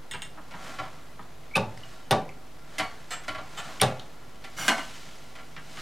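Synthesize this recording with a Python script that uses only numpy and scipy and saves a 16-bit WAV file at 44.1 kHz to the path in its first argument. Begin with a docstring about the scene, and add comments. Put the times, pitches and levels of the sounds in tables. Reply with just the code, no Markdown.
"""A metal fork on a flexible shaft is worked against the lever handle of a wooden door in a small room.
Over air and mains hum, the shaft rubs with each push. The fork clinks on the handle; the tool taps its
bracket, its joints clack. At 1.5 s the latch squeaks, snaps and knocks the door; it snaps and knocks
again at 2.1 and 3.8 s, with lock ticks, clacks and two skids of the fork between. At 4.6 s the shaft
scrapes through its sleeve and the coupling clanks home. Faint clacks, taps and a last push follow."""
import sys
import numpy as np
from scipy import signal
from scipy.fft import rfft, irfft
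from scipy.io import wavfile
from scipy.ndimage import uniform_filter1d

SR = 44100
rng = np.random.default_rng(int(sys.argv[2]) if len(sys.argv) > 2 else 0)


def persist_wave(psi):
    """Save psi, clipped to +-1, as 16-bit WAV."""
    counts = np.round(np.clip(psi, -1, 1) * 32767).astype(np.int16)
    wavfile.write(sys.argv[1], SR, np.atleast_2d(counts).T)


N = 256220
TIME_S = np.arange(N) / SR
AGE_S = np.arange(32768) / SR
CUTOFF_HZ = 16000

# noise spectra of room air, friction, dense ringing of steel and wood: f/Hz, density/dB
AIR_SPECTRUM = [(12, -31), (20, -11.5), (34, -13), (55, -23), (96, -17.5), (150, -17), (193, -21),
                (248, -20), (388, -21.5), (780, -23.5), (1060, -29.5), (1440, -38), (3840, -63.5),
                (11400, -42.5), (16000, -52)]
RUB_SPECTRUM = [(59, -38), (100, 5.5), (433, -10), (492, -7), (736, -4), (970, -5), (1310, -3.5),
                (2220, -9.5), (2520, -9.5), (4020, -11.5), (7450, -17), (14700, -33), (16000, -35.5)]
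STEEL_SPECTRUM = [(41, -56), (70, 9.5), (300, -4.5), (472, -10), (744, -2), (834, -1), (1370, -1.5),
                  (2660, -16), (2910, -6.5), (4800, -33.5), (7390, -25), (12700, -38.5), (16000, -83)]
WOOD_SPECTRUM = [(70, -16), (120, 0), (200, -4.5), (270, -5), (355, -8.5), (440, -6.5), (590, -5), (780, 1),
                 (1100, -12.5), (1800, -19.5), (3700, -25), (6000, -41), (9000, -27), (16000, -60)]
# mains hum: f/Hz, level/dB
HUM_PARTIALS = [(49.5, -57), (150, -59), (250, -61.5)]
# room decay: f/Hz, t60/s
ROOM_DECAY = [(100, 0.58), (300, 0.32), (1000, 0.51), (3500, 0.21), (8000, 0.34), (14000, 0.067)]
# stereo width: f/Hz, side gain/dB
AIR_SIDE = [(50, -36), (130, -5), (300, -2.5), (800, -6), (4000, 20), (14000, -13)]
SOURCE_SIDE = [(50, -13), (125, -49), (250, -26), (1000, -23.5), (2000, -23.5), (4000, -17), (8000, -13.5),
               (14000, -18)]

# modes: f/Hz, gain/dB, t60/s
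SLEEVE_MODES = [(790, -6, 0.079), (1390, 4.5, 0.0053), (1560, -3, 0.063), (2140, 2, 0.04), (2875, 1, 0.027),
                (4540, -7, 0.11), (5330, -6, .08), (5820, 1.5, 0.033), (7070, -1, 0.019), (9300, -6, 0.025),
                (13400, -24, .02)]
LATCH_MODES = [(2990, 17.5, 0.0059), (3490, 17.5, 0.014), (5620, 3, 0.032), (7200, -22, .006),
               (8800, 15, 0.0085), (9900, -25.5, .006), (12700, -29, .008)]
# modes: f/Hz, gain/dB, base t60/s (shortened in use by t60_scale)
BRACKET_MODES = [(180, 3, 1), (1000, 0.5, 0.03), (1252, 1.5, 0.18), (1600, 2.5, 0.07), (1804, 1, 0.056),
                 (2200, -8, 0.079), (2670, -7, 0.089)]
FORK_MODES = [(1940, -9, 0.13), (2165, -10, 0.16), (2790, -4, 0.49), (3110, -7, 0.11), (3370, -7, 0.086),
              (3610, -6, 0.097), (5260, -13.5, 0.11), (6740, -3, 0.14), (8130, -1, 0.12), (8480, -9, .09),
              (15000, -20, .1)]
HANDLE_MODES = [(710, 4.5, 0.54), (1300, -4, 0.78), (1460, 1, 0.71), (1770, 4.5, 1), (2270, -6, 0.16),
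                (3007, 7, 0.42), (3500, -0.5, 0.2), (6200, -36, .25), (7580, 6, 0.15), (8050, 3, 0.42)]
TOOL_MODES = [(298.4, -0.5, 0.52), (646, 4, 0.11), (758, 2.5, 0.42), (1023, -0.5, 0.33), (1121, 3, 0.42),
              (1377, 5.5, 0.21), (1710, -3, 0.026), (1992, -1, 0.094), (2062, -7.5, 0.16),
              (2242, -5.5, 0.42), (2400, -12, 0.35), (3014, -6, 0.22), (3360, -12, 0.61), (3860, -13, 0.18),
              (4440, -16.5, 0.7), (6650, -25, 0.3)]
COUPLING_MODES = [(266, 3, 0.12), (303, -5, 0.23), (672, 3, 0.38), (735, 1, 0.44), (1018, 7, 0.21),
                  (1160, 1, 0.41), (1377, 1.5, 0.11), (1524, 2.5, 0.72), (1840, -8, 0.46), (2007, 2, 0.053),
                  (2190, -2, 0.3), (2390, -24, .3), (2850, 0.5, 0.29), (3280, -10, .3), (4180, -7.5, 0.17),
                  (5640, -10, 0.1), (6260, -17, 0.22), (7600, -11, 0.2), (10200, -19, 0.15)]
DOOR_MODES = [(113, -5, 0.32), (129.4, 9, 0.54), (146, -6, 0.26), (416, -6, 0.14), (424, 1, 0.28),
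              (535, -0.5, 0.91), (584, 1, 0.34), (586, -1, 0.85), (760, 4.5, 0.28), (780, 0, 0.16),
              (860, -10, 0.23), (1018, -14, 0.21), (1146, 2, 0.2), (1420, -13, 0.08), (2680, -25, 0.13),
              (2783, -14.5, 0.098), (3040, -45, 0.12), (3300, -20, 0.15), (3620, -5, 0.042),
              (5600, -44, 0.33)]

# band edges of the blows: f/Hz
METAL_EDGES_HZ = [100, 500, 1600, 5000, 16000]
COUPLING_EDGES_HZ = [190, 500, 1600, 5000, 16000]
DOOR_EDGES_HZ = [95, 200, 500, 1400, 3000, 6000, 16000]
# tone of each kind of blow: gain/dB per band
TAP_EQ_DB = [-3.5, 1.5, -2.5, -32]
CLINK_EQ_DB = [-16.5, -11, 0, -5.5]
SKID_EQ_DB = [-14.5, 0.5, 3, -2]
CLACK_EQ_DB = [-10.5, -1.5, -1, -15.5]
CLANK_EQ_DB = [-7.5, 0, 3, -6]
KNOCK_EQ_DB = [-5.5, -5.5, 0, -7, -8, -19]

# swells of rubbing: t/s at top speed, rise/s, fall/s, rumble/dB, hiss re rumble/dB
SHAFT_PUSHES = [(0.67, .1, 0.19, -41.5, -5), (1.92, 0.26, 0.16, -52.5, -1.5), (2.76, 0.1, 0.64, -51.5, -3),
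                (3.68, 0.21, 0.24, -44.5, -2.5), (4.74, 0.16, 0.37, -48, 4.5), (5.81, .12, .1, -47.5, 3)]
# blows: t/s, level/dB before band gains, hardness/(dB/octave of treble)
BRACKET_TAPS = [(0.137, -42, 3.5), (0.374, -48, -6.5), (0.539, -45.5, -1.5), (1.192, -46.5, -6.5),
                (5.565, -50, 7), (5.772, -47.5, 4.5)]
FORK_CLINKS = [(0.112, -39.5, 0.1), (0.22, -40.5, 0.1)]
FORK_SKIDS = [(3.106, -39, 0.24), (3.572, -40, -1.1)]
JOINT_CLACKS = [(0.51, -48.5, 0), (0.787, -32.5, -5), (0.833, -43, -7), (2.783, -36.5, 4),
                (2.797, -28.5, -1), (3.237, -53.5, 3.5), (3.281, -33.5, 0), (3.348, -38.5, -2.5),
                (3.384, -40, -5), (4.441, -45.5, 1.5), (5.353, -50, 1), (5.387, -47.5, -2.5)]
COUPLING_CLANKS = [(4.681, -24, 0.06), (4.781, -37.5, -2)]
DOOR_KNOCKS = [(1.557, -25.5, -0.5), (2.109, -20.5, -1.5), (3.815, -21.5, 1)]
# ticks in the lock: t/s, centre f/Hz, peak/dB
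LOCK_TICKS = [(1.227, 3500, -50), (1.775, 1820, -37.5), (1.834, 2800, -38.5), (2.291, 2340, -35),
              (3.799, 2980, -25), (3.802, 2180, -23.5), (3.996, 3600, -28)]
# latch stick-slip: t/s, length/s, start f/Hz, end f/Hz, level/dB
LATCH_SQUEAKS = [(1.511, 0.0076, 2170, 2270, -45), (1.536, 0.016, 2220, 2420, -36),
                 (1.551, 0.011, 2344, 2750, -18)]
# metal snaps: t/s, peak/dB
LATCH_SNAPS = [(1.5553, -20), (1.5626, -23), (1.569, -16.5), (2.1102, -12), (2.1146, -12.5), (2.12, -25),
               (3.8123, -16), (3.8155, -9), (3.8162, -5.5)]


def from_db(db):
    """Decibels to gain."""
    return 10 ** (np.asarray(db) / 20)


def unit(x):
    """Scale to energy 1."""
    return x / np.sqrt(np.sum(x ** 2) + 1e-20)


def at_hz(points, hz):
    """Table lookup on a log-frequency axis."""
    f, value = np.transpose(points)
    return np.interp(np.log(np.maximum(hz, 1)), np.log(f), value)


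def band(x, low_hz, high_hz):
    """Causal band-pass."""
    return signal.sosfilt(signal.butter(3, [low_hz, high_hz], "band", fs=SR, output="sos"), x + 1e-18)


def colour(x, spectrum):
    """Zero-phase filter from a dB curve."""
    hz = np.arange(len(x) // 2 + 1) * SR / len(x)
    return irfft(rfft(x) * from_db(at_hz(spectrum, hz)), len(x))


def noise(spectrum, size=N):
    """Coloured noise, rms 1."""
    return unit(colour(rng.standard_normal(size), spectrum)) * np.sqrt(size)


def fade(t60_s):
    """Exponential decay."""
    return np.exp(-np.log(1000) * AGE_S / t60_s)


def burst(t60_s):
    """Decaying white noise, energy 1."""
    return unit(rng.standard_normal(len(AGE_S)) * fade(t60_s))


def ring(drive, modes, t60_scale=1):
    """Driven two-pole resonators, summed to energy 1."""
    out = 0
    for hz, db, t60_s in modes:
        r = np.exp(-np.log(1000) / (t60_scale * t60_s * SR))
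        poles = [1, -2 * r * np.cos(2 * np.pi * hz / SR), r * r]
        out = out + from_db(db) * unit(signal.lfilter([1, -1], poles, drive + 1e-18))
    return unit(out)


def add(track, t_s, sound):
    """Mix a sound in at t_s."""
    start = round(t_s * SR)
    track[start:start + len(sound)] += sound[:N - start]


def stereo(mid, side, width):
    """Left and right from mid and coloured side."""
    side = colour(side, width)
    return np.array([mid + side, mid - side])


def tail(spectrum, early_t60_s, early_db):
    """Dense weak modes and reflections: an early decay, quicker in the treble, plus the room's."""
    wash = noise(spectrum, len(AGE_S))
    edges_hz = np.geomspace(60, 18000, 7)
    out = 0
    for low, high in zip(edges_hz, edges_hz[1:]):
        hz = np.sqrt(low * high)
        early = from_db(early_db) * fade(early_t60_s * (2000 / hz) ** 0.45)
        out = out + band(wash, low, high) * (early + fade(at_hz(ROOM_DECAY, hz)))
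    return unit(out)


def contacts(chatter_s, rebound_db, rebounds):
    """First touch and uneven rebounds."""
    clicks = np.zeros(len(AGE_S))
    t_s = (np.arange(rebounds) + rng.random(rebounds)) / rebounds * chatter_s
    gains = from_db(rebound_db + rng.normal(0, 0.84, rebounds))
    clicks[(t_s * SR).astype(int)] = gains * rng.choice([-1, 1], rebounds)
    clicks[0] = 1
    return unit(clicks)


def blows(events, modes, spectrum, edges_hz, eq_db, *,
          chatter_s, rebounds, rebound_db, ring_db, top_hz, early_t60_s, early_db):
    """Each blow rings the struck part and the room; harder contact is brighter."""
    out = np.zeros(N)
    onset = round(.04 * SR)
    softness = signal.butter(3, top_hz, fs=SR, output="sos")   # contact time limits the top
    for t_s, level_db, hardness in events:
        clicks = contacts(chatter_s, rebound_db, rebounds)
        wash = unit(signal.fftconvolve(clicks, tail(spectrum, early_t60_s, early_db))[:len(AGE_S)])
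        drive = clicks + from_db(-0.5) * burst(0.25)   # reflections make each ring waver
        varied_modes = [(hz, db + rng.standard_normal(), t60_s) for hz, db, t60_s in modes]
        rings = ring(drive, varied_modes, t60_scale=0.42)
        hit = signal.sosfilt(softness, wash + from_db(ring_db) * rings)
        for low, high, db in zip(edges_hz, edges_hz[1:], eq_db):
            part = band(hit, low, high)
            treble_octaves = max(np.log2(np.sqrt(low * high) / 1220), 0)   # above 1220 Hz
            gain = from_db(level_db + db + hardness * treble_octaves)
            add(out, t_s, gain * part / part[:onset].std())
    return out


def room_tone(air_db=-54):
    """Diffuse still air and mains hum."""
    hum = sum(from_db(db) * np.sin(2 * np.pi * (hz * TIME_S + rng.random())) for hz, db in HUM_PARTIALS)
    return from_db(air_db) * stereo(noise(AIR_SPECTRUM), noise(AIR_SPECTRUM), AIR_SIDE) + hum


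def widen(mid):
    """Early reflections set left and right apart."""
    return stereo(mid, signal.fftconvolve(mid, burst(.12))[:N], SOURCE_SIDE)


def shaft_rub(rest_rumble_db=-57, rest_hiss_db=-60, grain_db=1.0, ring_db=-8, split_hz=2200):
    """Grainy friction swells with each push and faintly rings the tool."""
    rumble, hiss = from_db(rest_rumble_db), from_db(rest_hiss_db)   # never quite still in the hand
    for peak_s, rise_s, fall_s, db, hiss_db in SHAFT_PUSHES:
        speed = np.exp(-np.abs(TIME_S - peak_s) / np.where(TIME_S < peak_s, rise_s, fall_s))
        rumble = np.hypot(rumble, from_db(db) * speed)
        hiss = np.hypot(hiss, from_db(db + hiss_db) * speed)
    grain = uniform_filter1d(rng.standard_normal(N), size=200)
    friction = noise(RUB_SPECTRUM) * from_db(grain_db * grain / grain.std())
    rubbing = unit(friction) + from_db(ring_db) * ring(friction, TOOL_MODES, t60_scale=0.5)
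    low, high = band(rubbing, 129, split_hz), band(rubbing, split_hz, CUTOFF_HZ)
    return low / low.std() * rumble + high / high.std() * hiss


def sleeve_scrape(start_s=4.562, stop_s=4.68, attack_s=0.029, release_s=0.018, level_db=-33, hiss_db=-4):
    """Even sliding rings the sleeve until the coupling lands."""
    attack = np.clip((TIME_S - start_s) / attack_s, 0, 1)
    release = np.clip(1 - (TIME_S - stop_s) / release_s, 0, 1)
    rings = ring(rng.standard_normal(N), SLEEVE_MODES)
    scrape = rings + from_db(hiss_db) * unit(noise(RUB_SPECTRUM))
    return from_db(level_db) * scrape / scrape.std() * attack * release


def bracket_taps():
    """The tool taps its damped bracket: dull."""
    return blows(BRACKET_TAPS, BRACKET_MODES, STEEL_SPECTRUM, METAL_EDGES_HZ, TAP_EQ_DB,
                 chatter_s=0.018, rebounds=5, rebound_db=-6.5,
                 ring_db=-3, top_hz=5950, early_t60_s=0.035, early_db=10.5)


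def fork_clinks():
    """Brief contact with the handle rings the fork."""
    return blows(FORK_CLINKS, FORK_MODES, STEEL_SPECTRUM, METAL_EDGES_HZ, CLINK_EQ_DB,
                 chatter_s=0.0045, rebounds=3, rebound_db=-16,
                 ring_db=0, top_hz=15000, early_t60_s=0.031, early_db=6)


def fork_skids():
    """The fork skids: a dense run of contacts rings the handle."""
    return blows(FORK_SKIDS, HANDLE_MODES, RUB_SPECTRUM, METAL_EDGES_HZ, SKID_EQ_DB,
                 chatter_s=0.032, rebounds=40, rebound_db=0,
                 ring_db=-5.5, top_hz=16000, early_t60_s=0.03, early_db=7.5)


def joint_clacks():
    """Chattering joints ring the tool."""
    return blows(JOINT_CLACKS, TOOL_MODES, STEEL_SPECTRUM, METAL_EDGES_HZ, CLACK_EQ_DB,
                 chatter_s=0.0135, rebounds=6, rebound_db=-1,
                 ring_db=4, top_hz=10600, early_t60_s=0.017, early_db=0)


def coupling_clanks():
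    """The steel coupling lands home and rings."""
    return blows(COUPLING_CLANKS, COUPLING_MODES, STEEL_SPECTRUM, COUPLING_EDGES_HZ, CLANK_EQ_DB,
                 chatter_s=0.018, rebounds=6, rebound_db=-8.5,
                 ring_db=0, top_hz=10400, early_t60_s=0.21, early_db=14)


def lock_squeaks_and_ticks(tick_t60_s=0.016, edge_ratio=1.156, room_t60_s=0.24, room_db=-3):
    """Stick-slip chirps and dry ticks, hanging on in the room."""
    out = np.zeros(N)
    for t_s, length_s, start_hz, end_hz, db in LATCH_SQUEAKS:
        hz = np.linspace(start_hz, end_hz, round(length_s * SR))
        chirp = np.sin(2 * np.pi * np.cumsum(hz) / SR)
        add(out, t_s, from_db(db) * signal.windows.tukey(len(hz), .5) * chirp)
    for t_s, hz, peak_db in LOCK_TICKS:
        click = burst(tick_t60_s)
        tick = band(click, hz / edge_ratio, hz * edge_ratio) + from_db(-17.5) * band(click, 410, 6400)
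        add(out, t_s, from_db(peak_db) * tick / np.abs(tick).max())
    return out + from_db(room_db) * signal.fftconvolve(out, burst(room_t60_s))[:N]


def latch_snaps():
    """Steel on steel: very short, bright."""
    out = np.zeros(N)
    for t_s, peak_db in LATCH_SNAPS:
        clicks = contacts(chatter_s=0.0011, rebound_db=-1, rebounds=4)
        snap = band(ring(clicks, LATCH_MODES), 750, 14500)
        add(out, t_s, from_db(peak_db) * snap / np.abs(snap).max())
    return out


def door_knocks():
    """The latch strikes and rings the wooden door."""
    return blows(DOOR_KNOCKS, DOOR_MODES, WOOD_SPECTRUM, DOOR_EDGES_HZ, KNOCK_EQ_DB,
                 chatter_s=0.022, rebounds=5, rebound_db=-1.5,
                 ring_db=2, top_hz=11100, early_t60_s=0.13, early_db=-5)


def scene():
    """Door, tool and room in stereo."""
    mid = door_knocks() + joint_clacks() + bracket_taps() + coupling_clanks()
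    mid += fork_clinks() + fork_skids()
    mid += latch_snaps() + lock_squeaks_and_ticks()
    mid += sleeve_scrape() + shaft_rub()
    return widen(mid) + room_tone()


def record(dry):
    """Steep low-pass, small converter DC offset."""
    return signal.sosfilt(signal.ellip(10, .1, 80, CUTOFF_HZ, fs=SR, output="sos"), dry) + .0097


dry = scene()
out = record(dry)
persist_wave(out)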